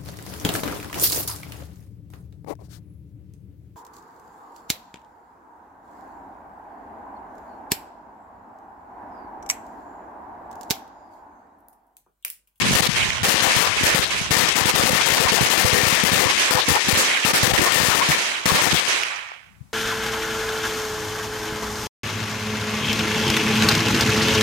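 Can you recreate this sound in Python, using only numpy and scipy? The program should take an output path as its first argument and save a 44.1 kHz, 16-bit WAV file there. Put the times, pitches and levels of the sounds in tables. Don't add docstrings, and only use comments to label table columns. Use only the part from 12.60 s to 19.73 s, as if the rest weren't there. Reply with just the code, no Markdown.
import sys
import numpy as np
from scipy import signal
from scipy.fft import rfft, irfft
from scipy.io import wavfile

SR = 44100
rng = np.random.default_rng(int(sys.argv[2]) if len(sys.argv) > 2 else 0)


def output_pcm(signal):
    pcm = np.clip(np.atleast_2d(signal).T, -1, 1) * 32767
    wavfile.write(sys.argv[1], SR, np.round(pcm).astype(np.int16))


N = 314433
TIME = np.arange(N) / SR
CUTOFF_HZ = 15900


def from_db(db):
    return 10 ** (np.asarray(db) / 20)


def at_hz(points, hz):
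    f, value = np.transpose(points)
    return np.interp(np.log(np.maximum(hz, 1)), np.log(f), value)


def butter(x, hz, kind, order=2):
    sos = signal.butter(order, hz, kind, fs=SR, output="sos")
    return signal.sosfilt(sos, x + 1e-18)


def add(out, s, x):
    i = int(round(s * SR))
    part = x[..., max(-i, 0):N - i]
    start = max(i, 0)
    out[..., start:start + part.shape[-1]] += part


def play(rows, response):
    s, db = np.transpose(rows)[:2]
    clicks = np.bincount(np.round((s + 1) * SR).astype(int), from_db(db), N + SR)
    return signal.fftconvolve(clicks[None], np.atleast_2d(response), axes=1)[:, SR:SR + N]


def window(start_s, end_s):
    return slice(*np.searchsorted(TIME, [start_s, end_s]))


def coloured_noise(spectrum):
    gain = from_db(at_hz(spectrum, np.fft.rfftfreq(N, 1 / SR)))
    x = irfft(rfft(rng.standard_normal((2, N))) * gain, N)
    return x / x.std()


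def grainy(size, grain_db, grain_s):
    knots = np.linspace(0, size, int(size / (grain_s * SR)) + 2)
    strengths_db = grain_db * rng.standard_normal((2, len(knots)))
    x = rng.standard_normal((2, size))
    x *= from_db([np.interp(np.arange(size), knots, side) for side in strengths_db])
    return x / x.std()


def diffuse(spectrum, envelope, t, grain_db=3.5, grain_s=.003):
    white = [grainy(len(t), grain_db, grain_s) for _ in range(2)]
    edges_hz = np.geomspace(30, 17000, 28)
    out = 0
    for k, (low, high) in enumerate(zip(edges_hz, edges_hz[1:])):
        hz = np.sqrt(low * high)
        band = butter(white[k % 2], [low, high], "band") * np.sqrt(SR / 2)
        out = out + band * from_db(at_hz(spectrum, hz)) * envelope(hz)
    return out


LEFT_LAG_S = 0.00042


def from_the_right(x):
    return np.array([np.interp(TIME - LEFT_LAG_S, TIME, x), x])


# start in seconds, relative strength in dB, relative left microphone thump in dB,
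# relative right microphone thump in dB.
BANGS = [(-.15, 8, -30, -32), (-.04, -10, -31, -29), (0.042, -30, -24, -16), (.109, -18, -8, -10),
         (0.131, -6.5, -9, -12), (.151, 5.5, -28, -9), (0.203, -13, -11, -9), (0.2221, -4.5, -17, -37),
         (.632, -3.5, -7, -20), (.684, 13.5, -12, -22), (.823, 7.5, -27.5, -38), (0.869, -37, -42, -9.5),
         (.964, 1.5, -7.5, -22), (1.006, -0.5, -31, -14), (1.234, 0.5, -8, -13.5), (1.347, 0.5, -11, -15),
         (1.392, -12.5, -32, -7.5), (1.708, 8, -10, -11), (1.722, 4.5, -30, -25), (1.766, 7.5, -36, -12),
         (1.797, -3, -31, -15), (1.9565, 5, -14, -39), (2.056, 1.5, -11, -8), (2.152, 10, -10, -36),
         (2.196, -7, -36, -8), (2.236, -10, -7, -14), (2.254, 11.5, -7, -30), (2.304, 0.5, -31, -10),
         (2.331, -23, -32, -7), (2.35, -2.5, -30, -17), (2.459, 6.5, -34, -36), (2.5, 0, -34, -10),
         (2.521, 5.5, -30, -12), (2.6, 3, -11.5, -29), (2.653, -18, -27, -10.5), (2.719, 8.5, -7, -38),
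         (2.809, 0.5, -26, -8), (2.826, -17, -30, -10), (2.902, 12, -17, -39), (2.925, -2, -30, -34),
         (2.977, 7, -29, -13.5), (3.046, 5, -19, -7.5), (3.129, 2, -19, -8), (3.143, 11.5, -13, -41),
         (3.187, 1.5, -30, -11.5), (3.233, -6, -13, -9), (3.268, 5.5, -12, -14), (3.325, -1.5, -24, -11),
         (3.435, 6.5, -4, -34), (3.491, -29, -30, -9.5), (3.518, -1.5, -30, -9), (3.531, 7.5, -30, -9),
         (3.591, 7, -30, -16), (3.655, -44, -41, -11.5), (3.908, 8, -10, -15), (3.95, -8, -37, -11),
         (4.082, 7, -6.5, -13), (4.101, -9, -12, -8.5), (4.115, -2.5, -30, -11), (4.284, 5.5, -4.5, -24),
         (4.328, -34, -32, -9.5), (4.373, -1, -33.5, -14.5), (4.649, 4.5, -9, -11.5),
         (4.7354, -1.5, -10, -35), (4.831, 9, -5, -24), (4.876, 0, -30, -9), (4.904, -13, -27, -9),
         (4.936, -1, -27, -4.5), (4.992, -9, -30, -6), (5.017, 8.5, -32, -9), (5.12, 8, -42, -50),
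         (5.158, 5.5, -12, -37), (5.201, -3, -8, -20), (5.234, 3.5, -28, -13), (5.285, -1, -30, -10),
         (5.349, 1, -32, -13), (5.387, -15, -32, -13), (5.488, -2, -8, -24), (5.8565, 6.5, -8, -16),
         (5.872, 7, -30, -14), (5.918, 1, -5, -15), (6.017, 6.5, -27, -36), (6.07, -45, -33, -10),
         (6.13, -23, 1, -33), (6.143, -5.5, -32, -9.5)]
# frequency in Hz, relative level in dB.
CRACK_SPECTRUM = [(30, -40), (200, 5), (800, 0.5), (2200, 7), (4000, 5), (8000, 0.5), (16000, -11)]


def crack(size=512):
    gain = from_db(at_hz(CRACK_SPECTRUM, np.fft.rfftfreq(size, 1 / SR)))
    cepstrum = irfft(np.log(gain))
    causal = 2 * cepstrum[:size // 2] * (np.arange(size // 2) > 0)
    pulse = irfft(np.exp(rfft(causal, size)))
    return pulse / np.abs(pulse).max()


# frequency in Hz, relative level in dB per Hz.
NEAR_SPECTRUM = [(30, -82), (90, -50.5), (250, -45.5), (500, -43), (1000, -44.5), (2000, -42.5),
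                 (3200, -45), (6000, -47.5), (10000, -52), (13000, -55), (16000, -59.5)]
# centre in Hz, half width in Hz, boost or cut in dB.
RINGS = [(507, 14, 7), (772, 48, 3), (903, 26, 4), (990, 18, 3.5), (1137, 85, 2.5), (1822, 22, 9.5),
         (1768, 12, 3), (620, 50, -2), (835, 15, -3), (947, 12, -3), (1050, 20, -3), (1520, 45, -1.5),
         (1915, 25, -3), (2030, 25, 2.5)]
# left in dB, right in dB.
NEAR_DB = [-4.5, -0.5]
NEAR_T60_S, NEAR_HOLD_S, NEAR_RISE_S = 0.28, 0.03, 0.0007
TOP_HZ, SNAP_DB, SNAP_S, TOP_HOLD_S, TOP_LOSS_DB_PER_S = 7340, 4.5, 0.0019, 0.043, 240


def clatter(uneven_db=1.5, count=30):
    t = np.arange(SR // 2) / SR
    hz = np.fft.rfftfreq(len(t), 1 / SR)
    knots_hz = np.geomspace(200, 16000, count)
    colour_db = at_hz(NEAR_SPECTRUM, hz)
    colour_db = colour_db + sum(db / (1 + ((hz - centre) / width) ** 2) for centre, width, db in RINGS)
    rise = 1 - np.exp(-t / NEAR_RISE_S)
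    envelope = rise * from_db(-60 * np.maximum(t - NEAR_HOLD_S, 0) / NEAR_T60_S)
    top_share = 1 - 1 / (1 + (hz / TOP_HZ) ** 4)
    top_gain = from_db(SNAP_DB * np.exp(-t / SNAP_S) - TOP_LOSS_DB_PER_S * np.maximum(t - TOP_HOLD_S, 0))
    out = np.zeros((2, N))
    for s, db, *_ in BANGS:
        uneven = uneven_db * rng.standard_normal(count) / (1 + knots_hz / 8000)
        own_db = np.interp(hz, knots_hz, uneven)
        noise = grainy(len(t), grain_db=3.5, grain_s=.002)
        scatter = rfft(noise) * from_db(db + colour_db + own_db)
        body = irfft(scatter * (1 - top_share), len(t))
        top = irfft(scatter * top_share, len(t))
        add(out, s, (body + top * top_gain) * envelope * np.sqrt(SR / 2))
    return out * from_db(NEAR_DB)[:, None]


# frequency in Hz, relative level in dB per Hz.
FAR_SPECTRUM = [(30, -90), (90, -88), (250, -67.5), (500, -66), (1000, -65), (1600, -63), (2200, -60.5),
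                (3300, -61.5), (4000, -66.5), (6000, -66.5), (10000, -76.5), (13000, -88), (16000, -100)]
# frequency in Hz, t60 in seconds.
FAR_T60_S = [(60, .5), (250, 0.48), (500, 0.88), (800, 1.21), (2000, 1.32), (3200, 1.01), (4200, 0.8),
             (8000, 0.75), (16000, 0.49)]
# left in dB, right in dB.
FAR_DB = [-1, 7]
# left in dB per second, right in dB per second.
FAR_EDGE_DB_PER_S = [131, 46]
FAR_BUILD_S, FAR_EDGE_S = 0.22, 0.72


def roll(lumpy_db=2.5, count=3):
    t = np.arange(int(1.3 * SR)) / SR
    swell = np.sqrt(np.minimum(t / FAR_BUILD_S, 1))
    late_s = np.maximum(t - FAR_BUILD_S, 0)
    edge_loss_db = np.outer(FAR_EDGE_DB_PER_S, np.maximum(t - FAR_EDGE_S, 0))
    knots_s = np.arange(0, 1.33, .03)

    def envelope(hz):
        clumps_db = np.interp(t, knots_s, lumpy_db * rng.standard_normal(len(knots_s)))
        return swell * from_db(clumps_db - 60 * late_s / at_hz(FAR_T60_S, hz) - edge_loss_db)

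    rolls = sum(play(BANGS[k::count], diffuse(FAR_SPECTRUM, envelope, t)) for k in range(count))
    return rolls * from_db(FAR_DB)[:, None]


# centre in seconds, pitch in Hz, band gain in dB, half length in seconds.
CLUMPS = [(0.255, 4100, 6, 0.055), (.38, 2850, 1.5, 0.041), (0.43, 2400, 3.5, 0.04),
          (0.868, 776, 10.5, 0.02), (.906, 2290, 2, .025), (1.02, 794, 4, .02), (1.068, 1188, 7.5, 0.053),
          (1.307, 1880, 4.5, 0.051), (1.36, 487, 5.5, .025), (1.45, 4100, 6, 0.03), (1.57, 2376, 3, 0.035),
          (2.028, 1020, 7, .018), (2.304, 495, 10.5, 0.01), (2.403, 1073, 7.5, 0.03),
          (2.624, 530, 6, 0.021), (2.672, 970, 10, 0.022), (2.736, 415, 10, 0.011), (2.791, 885, 8, 0.014),
          (3.06, 527, 6, 0.026), (3.172, 399, 9.5, 0.038), (3.377, 1720, 3, 0.03), (3.585, 525, 4, 0.019),
          (3.63, 455, 8.5, 0.016), (3.673, 1010, 8.5, 0.024), (3.805, 3140, 3, 0.022),
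          (3.891, 2700, -1, .02), (3.95, 641, 5.5, 0.043), (3.98, 980, 10.5, 0.025), (4.017, 3730, 9, .018),
          (4.166, 889, 13.5, 0.019), (4.207, 4030, 6.5, 0.016), (4.41, 7490, 7, 0.031),
          (4.524, 2075, 5.5, 0.023), (4.582, 1585, 9, 0.019), (4.644, 2700, 11, 0.011),
          (4.926, 774, 7.5, 0.046), (4.982, 1900, 9.5, 0.0073), (5.013, 345, 13.5, 0.025),
          (5.067, 1080, 9, 0.025), (5.333, 1330, 10.5, 0.023), (5.419, 1048, 12, 0.021),
          (5.528, 1790, 7, 0.017), (5.903, 1050, 11, 0.011), (5.993, 990, 8, 0.021), (6.072, 900, 6, 0.015),
          (6.176, 3600, 8, 0.016), (6.356, 1900, 2.5, .06), (6.45, 2932, 0.5, .13)]


def clumped(x, half_octaves=0.22):
    out = x.copy()
    for s, hz, db, half_s in CLUMPS:
        span = window(s - 3 * half_s, s + 3 * half_s)
        edges_hz = [hz / 2 ** half_octaves, hz * 2 ** half_octaves]
        band = butter(x[:, span], edges_hz, "band", order=1)
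        bell = np.exp(-np.square((TIME[span] - s) / half_s))
        out[:, span] += (from_db(db) - 1) * bell * band
    return out


# start in seconds, relative peak in dB, pitch in Hz.
SLAPS = [(0.433, -9, 2320), (.5045, -1, 2100), (4.574, 0, 2230), (6.4346, -1.5, 2420), (6.718, -25.5, 853)]


def slaps(cycles=6.2, low_hz=600, top_ratio=2.2, slap_db=7):
    t = np.arange(SR // 50) / SR
    out = np.zeros(N)
    for s, db, hz in SLAPS:
        decay = from_db(slap_db + db - 60 * hz * t / cycles)
        snap = decay * np.cos(2 * np.pi * hz * t)
        add(out, s, butter(snap, min(top_ratio * hz, CUTOFF_HZ), "low"))
    return butter(out, low_hz, "high")


# time in seconds, level in dB.
RUMBLE = [(0, -26), (.08, -18), (.15, -26), (.2, -44), (.3, -98.5)]
# frequency in Hz, relative level in dB per Hz.
RUMBLE_COLOUR = [(30, -34), (90, -6), (150, -9.5), (220, -5.5), (320, -13), (800, -33), (16000, -92)]


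def rumble():
    return coloured_noise(RUMBLE_COLOUR) * from_db(np.interp(TIME, *np.transpose(RUMBLE)))


# centre in seconds, peak in dB, pitch in Hz, width in seconds.
LEFT_THUDS = [(.104, -15, 200, .007), (.2937, -9, 160, .004), (.62, -22, 110, .004),
              (1.6155, -15, 150, .0025), (7.0135, -26, 125, .0045)]


def left_thuds():
    out = np.zeros((2, N))
    for at, db, hz, width in LEFT_THUDS:
        bell = np.exp(-.5 * ((TIME - at) / width) ** 2)
        out[0] += from_db(db) * bell * np.cos(2 * np.pi * hz * (TIME - at))
    return out


# time in seconds, left level in dB, right level in dB.
BREEZE = [(0, -41, -37), (.3, -27, -37), (.42, -39, -20.5), (.55, -39, -32), (1.2, -38.5, -29.5),
          (1.6, -39.5, -32.5), (3.7, -41, -41), (4.5, -67, -60), (6.3, -50, -64), (6.75, -68, -66),
          (6.9, -54, -64), (7.05, -47, -58), (7.13, -61, -68)]
# frequency in Hz, relative level in dB.
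BREEZE_COLOUR = [(25, -25), (55, -4), (110, -5.5), (200, -10), (400, -31.5), (1000, -82), (16000, -94)]


def breeze():
    s, left_db, right_db = np.transpose(BREEZE)
    levels_db = [np.interp(TIME, s, db) for db in (left_db, right_db)]
    return coloured_noise(BREEZE_COLOUR) * from_db(levels_db)


# frequency in Hz, relative level in dB per Hz.
AIR_COLOUR = [(30, 2), (70, 3), (300, -9), (1000, -5.5), (3000, -16), (8000, -14.5), (16000, -21)]
AIR_DB = -61.5


def air():
    return from_db(AIR_DB) * coloured_noise(AIR_COLOUR)


def scene(crack_db=9):
    cracks = -from_db(crack_db) * from_the_right(play(BANGS, crack())[0])
    echoes = from_the_right(slaps())[::-1]
    reflections = clumped(clatter() + roll())
    return cracks + echoes + reflections + rumble() + left_thuds() + breeze() + air()


def limiter(x, ceiling_db=-10.5, smooth_s=0.0019, react_s=0.00019, release_db_per_s=260, top=0.41, lopsided=0.15):
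    r = np.exp(-1 / (smooth_s * SR))
    power = signal.lfilter([1 - r], [1, -r], x ** 2)
    level_db = 10 * np.log10(power + 1e-12)
    fall_db = release_db_per_s * TIME
    level_db = np.maximum.accumulate(level_db + fall_db, axis=1) - fall_db
    level_db = np.array([np.interp(TIME - react_s, TIME, side, left=0) for side in level_db])
    held = x / np.sqrt(1 + from_db(level_db - ceiling_db) ** 2)
    return top * (np.tanh(held / top + lopsided) - np.tanh(lopsided))


# opens in seconds, shuts in seconds, gain in dB.
RIGHT_OPEN = [(.02, 0.021, 1.5), (0.054, 0.156, -2.5), (0.268, 0.271, 0.5), (0.364, .632, -1),
              (0.644, 0.681, -1), (0.722, .738, -11), (0.806, 0.808, -0.5), (0.895, 0.969, -5),
              (1.074, 1.075, 1), (1.17, 1.237, -2.5), (1.266, 1.35, 0.5), (1.429, 1.443, -1),
              (1.508, 1.709, -3), (1.889, 1.89, 1.5), (2.05, 2.064, -10), (2.091, 2.105, 0.5),
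              (2.146, 2.15, -7), (2.229, 2.233, 0), (2.292, 2.3, -10.5), (2.32, 2.33, -9),
              (2.412, 2.42, -1.5), (2.573, 2.583, -2), (2.685, 2.701, 0), (2.808, 2.817, -8),
              (2.863, 2.873, -1), (3.116, 3.111, -8), (3.32, 3.321, -9), (3.404, 3.402, 1),
              (3.555, 3.574, -9), (3.698, 3.715, -2), (3.782, 3.911, -1), (3.991, 4.001, -0.5),
              (4.06, 4.096, -5.5), (4.156, 4.174, -2.5), (4.246, 4.289, -5.5), (4.353, 4.65, -2),
              (4.697, 4.718, -2.5), (4.75, 4.835, -1), (4.979, 4.99, 1.5), (5.061, 5.081, -3),
              (5.12, 5.122, -17), (5.16, 5.165, -13), (5.422, 5.437, -1.5), (5.437, 5.49, -4.5),
              (5.513, 5.551, -1), (5.585, 5.861, -2), (5.905, 5.92, -2), (5.95, 6.014, -2.5),
              (6.112, 6.125, 0), (6.19, 6.198, -2.5), (6.28, 7.138, 0)]
LONG_OPEN_S = .04


def openness(swing_db_per_s=1700, settle_db_per_s=900, fade_db_per_s=1300, shut_db_per_s=3000,
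             tick_db=-4, tick_share=0.11, tick_db_per_s=5500):
    level_db = np.full(N, -120.)
    bang_s = np.array([row[0] for row in BANGS] + [np.inf])
    for opens, shuts, db in RIGHT_OPEN:
        span = window(opens - .1, shuts + .1)
        t = TIME[span]
        next_bang = bang_s[bang_s > shuts - .004][0]
        rise = settle_db_per_s if shuts - opens > LONG_OPEN_S else swing_db_per_s
        loss_db = rise * np.maximum(opens - t, 0)
        loss_db += fade_db_per_s * np.maximum(t - shuts, 0)
        loss_db += shut_db_per_s * np.maximum(t - next_bang, 0)
        level_db[span] = np.maximum(level_db[span], db - loss_db)
    for s, db, *_ in BANGS:
        span = window(s, s + .05)
        tick = tick_db + tick_share * db - tick_db_per_s * (TIME[span] - s)
        level_db[span] = np.maximum(level_db[span], tick)
    return level_db


def choke(x, leak_db=-23, leak_hz=480, split_hz=3500, treble_fade=2.7, treble_lead_db=11.5):
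    level_db = openness()
    body = butter(x, split_hz, "low", order=1)
    treble = x - body
    treble_db = np.minimum(level_db, treble_fade * level_db + treble_lead_db)
    leak = from_db(leak_db) * butter(x, leak_hz, "low")
    return body * from_db(level_db) + treble * from_db(treble_db) + leak


# start in seconds, starting level in dB, pitch in Hz.
SPITS = [(0.2048, -11.5, 7500), (.732, -17, 6000), (1.477, -23, 6000), (2.293, -21, 6000),
         (2.3213, -15, 8000), (2.511, -27, 6000), (3.0417, -22, 6500), (3.5602, -16, 4500),
         (4.684, -30, 6000), (4.901, -16, 4500), (5.0043, -24, 6000), (5.346, -30, 6000),
         (5.499, -17, 5000), (6.137, -19, 6000)]


def spits(t60=0.013, octaves=0.62):
    t = np.arange(SR // 40) / SR
    out = np.zeros(N)
    for s, db, hz in SPITS:
        edges_hz = [hz / 2 ** octaves, min(hz * 2 ** octaves, CUTOFF_HZ)]
        snap = butter(rng.standard_normal(len(t)), edges_hz, "band", order=1)
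        add(out, s, from_db(db - 60 * t / t60) * snap / snap.std())
    return out


def thumps(rows, coupling_hz, rise_hz, damping, sag_db, sag_hz, sag_t60=0.24,
           spread=0.27, skew=0.45, damping_spread=0.36, swell_s=0.00041):
    t = np.arange(SR // 6) / SR
    out = np.zeros(N)
    for (s, db), (pitch, ring, lean) in zip(rows, rng.standard_normal((len(rows), 3))):
        turn = 2 * np.pi * np.exp(spread * pitch) * t
        own_damping = damping * np.exp(damping_spread * ring)
        snap = np.exp(-own_damping * coupling_hz * turn) * np.cos(coupling_hz * turn + skew * lean)
        sag = from_db(sag_db - 60 * t / sag_t60) * np.sin(sag_hz * turn)
        add(out, s, from_db(db) * (snap - sag) * (1 - np.exp(-t / swell_s)))
    return butter(out, rise_hz, "low", order=1)


# centre in seconds, half width in seconds, gain change in dB.
LEFT_CHOKES = [(0.146, 0.0039, -6), (0.2158, 0.0052, -11), (0.282, 0.0064, -9.5), (.816, 0.0059, -2),
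               (1.69, .012, -3), (1.943, 0.0103, -3.5), (2.042, 0.0051, -1), (2.127, 0.016, -3.5),
               (2.302, 0.003, -8.5), (3.049, 0.0027, -9), (3.446, 0.0032, -8.5), (4.066, 0.012, -7.5),
               (4.257, .014, -2.5), (4.724, 0.008, -8.5), (4.927, 0.0065, -10), (4.977, 0.0067, -8),
               (5.569, 0.011, 1.5), (6.105, 0.016, -2), (6.132, 0.0045, -3.5)]
# start in seconds, relative left level in dB,
# relative right level in dB.
THUMPS = [(1.096, -17, -45), (1.209, -8, -45), (1.419, -16, -45), (0.742, -40, -10), (1.611, -45, -19),
          (1.837, -40, -12), (2.014, -40, -14), (2.139, -7, -45), (2.772, -40, -20), (3.562, -40, -17),
          (4.919, -8, -40), (5.213, -40, -14), (5.269, -40, -15), (5.501, -40, -10), (5.945, -40, -11)]
RECOVERY_THUMP_DB, CROSSING_THUMP_DB = -19.5, -26


def record(dry, peak=1.0):
    left, right = limiter(dry)
    dips_db = sum(db * np.exp(-.5 * np.square((TIME - s) / width) ** 2) for s, width, db in LEFT_CHOKES)

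    left_steps = [(s, db) for s, _, db, _ in BANGS]
    left_steps += [(s + width, RECOVERY_THUMP_DB - db) for s, width, db in LEFT_CHOKES]
    left_steps += [(s, db) for s, db, _ in THUMPS]
    right_steps = [(s, db) for s, _, _, db in BANGS]
    right_steps += [(opens, CROSSING_THUMP_DB + db) for opens, _, db in RIGHT_OPEN]
    right_steps += [(s, db) for s, _, db in THUMPS]

    left_thumps = thumps(left_steps, coupling_hz=178, rise_hz=1400, damping=0.19, sag_db=-27.0, sag_hz=76)
    right_thumps = thumps(right_steps, coupling_hz=131.6, rise_hz=1400, damping=0.32, sag_db=-24.5, sag_hz=59.0)
    left = from_db(1.0 + dips_db) * left + from_db(-3.0) * left_thumps
    right = choke(right) + spits() + from_db(2.0) * right_thumps

    bass_cut = butter(np.array([left, right]), 53, "high")
    rounded = peak * np.tanh(bass_cut / peak)
    return signal.sosfilt(signal.ellip(10, .1, 80, CUTOFF_HZ, fs=SR, output="sos"), rounded)


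dry = scene()
out = record(dry)
output_pcm(out)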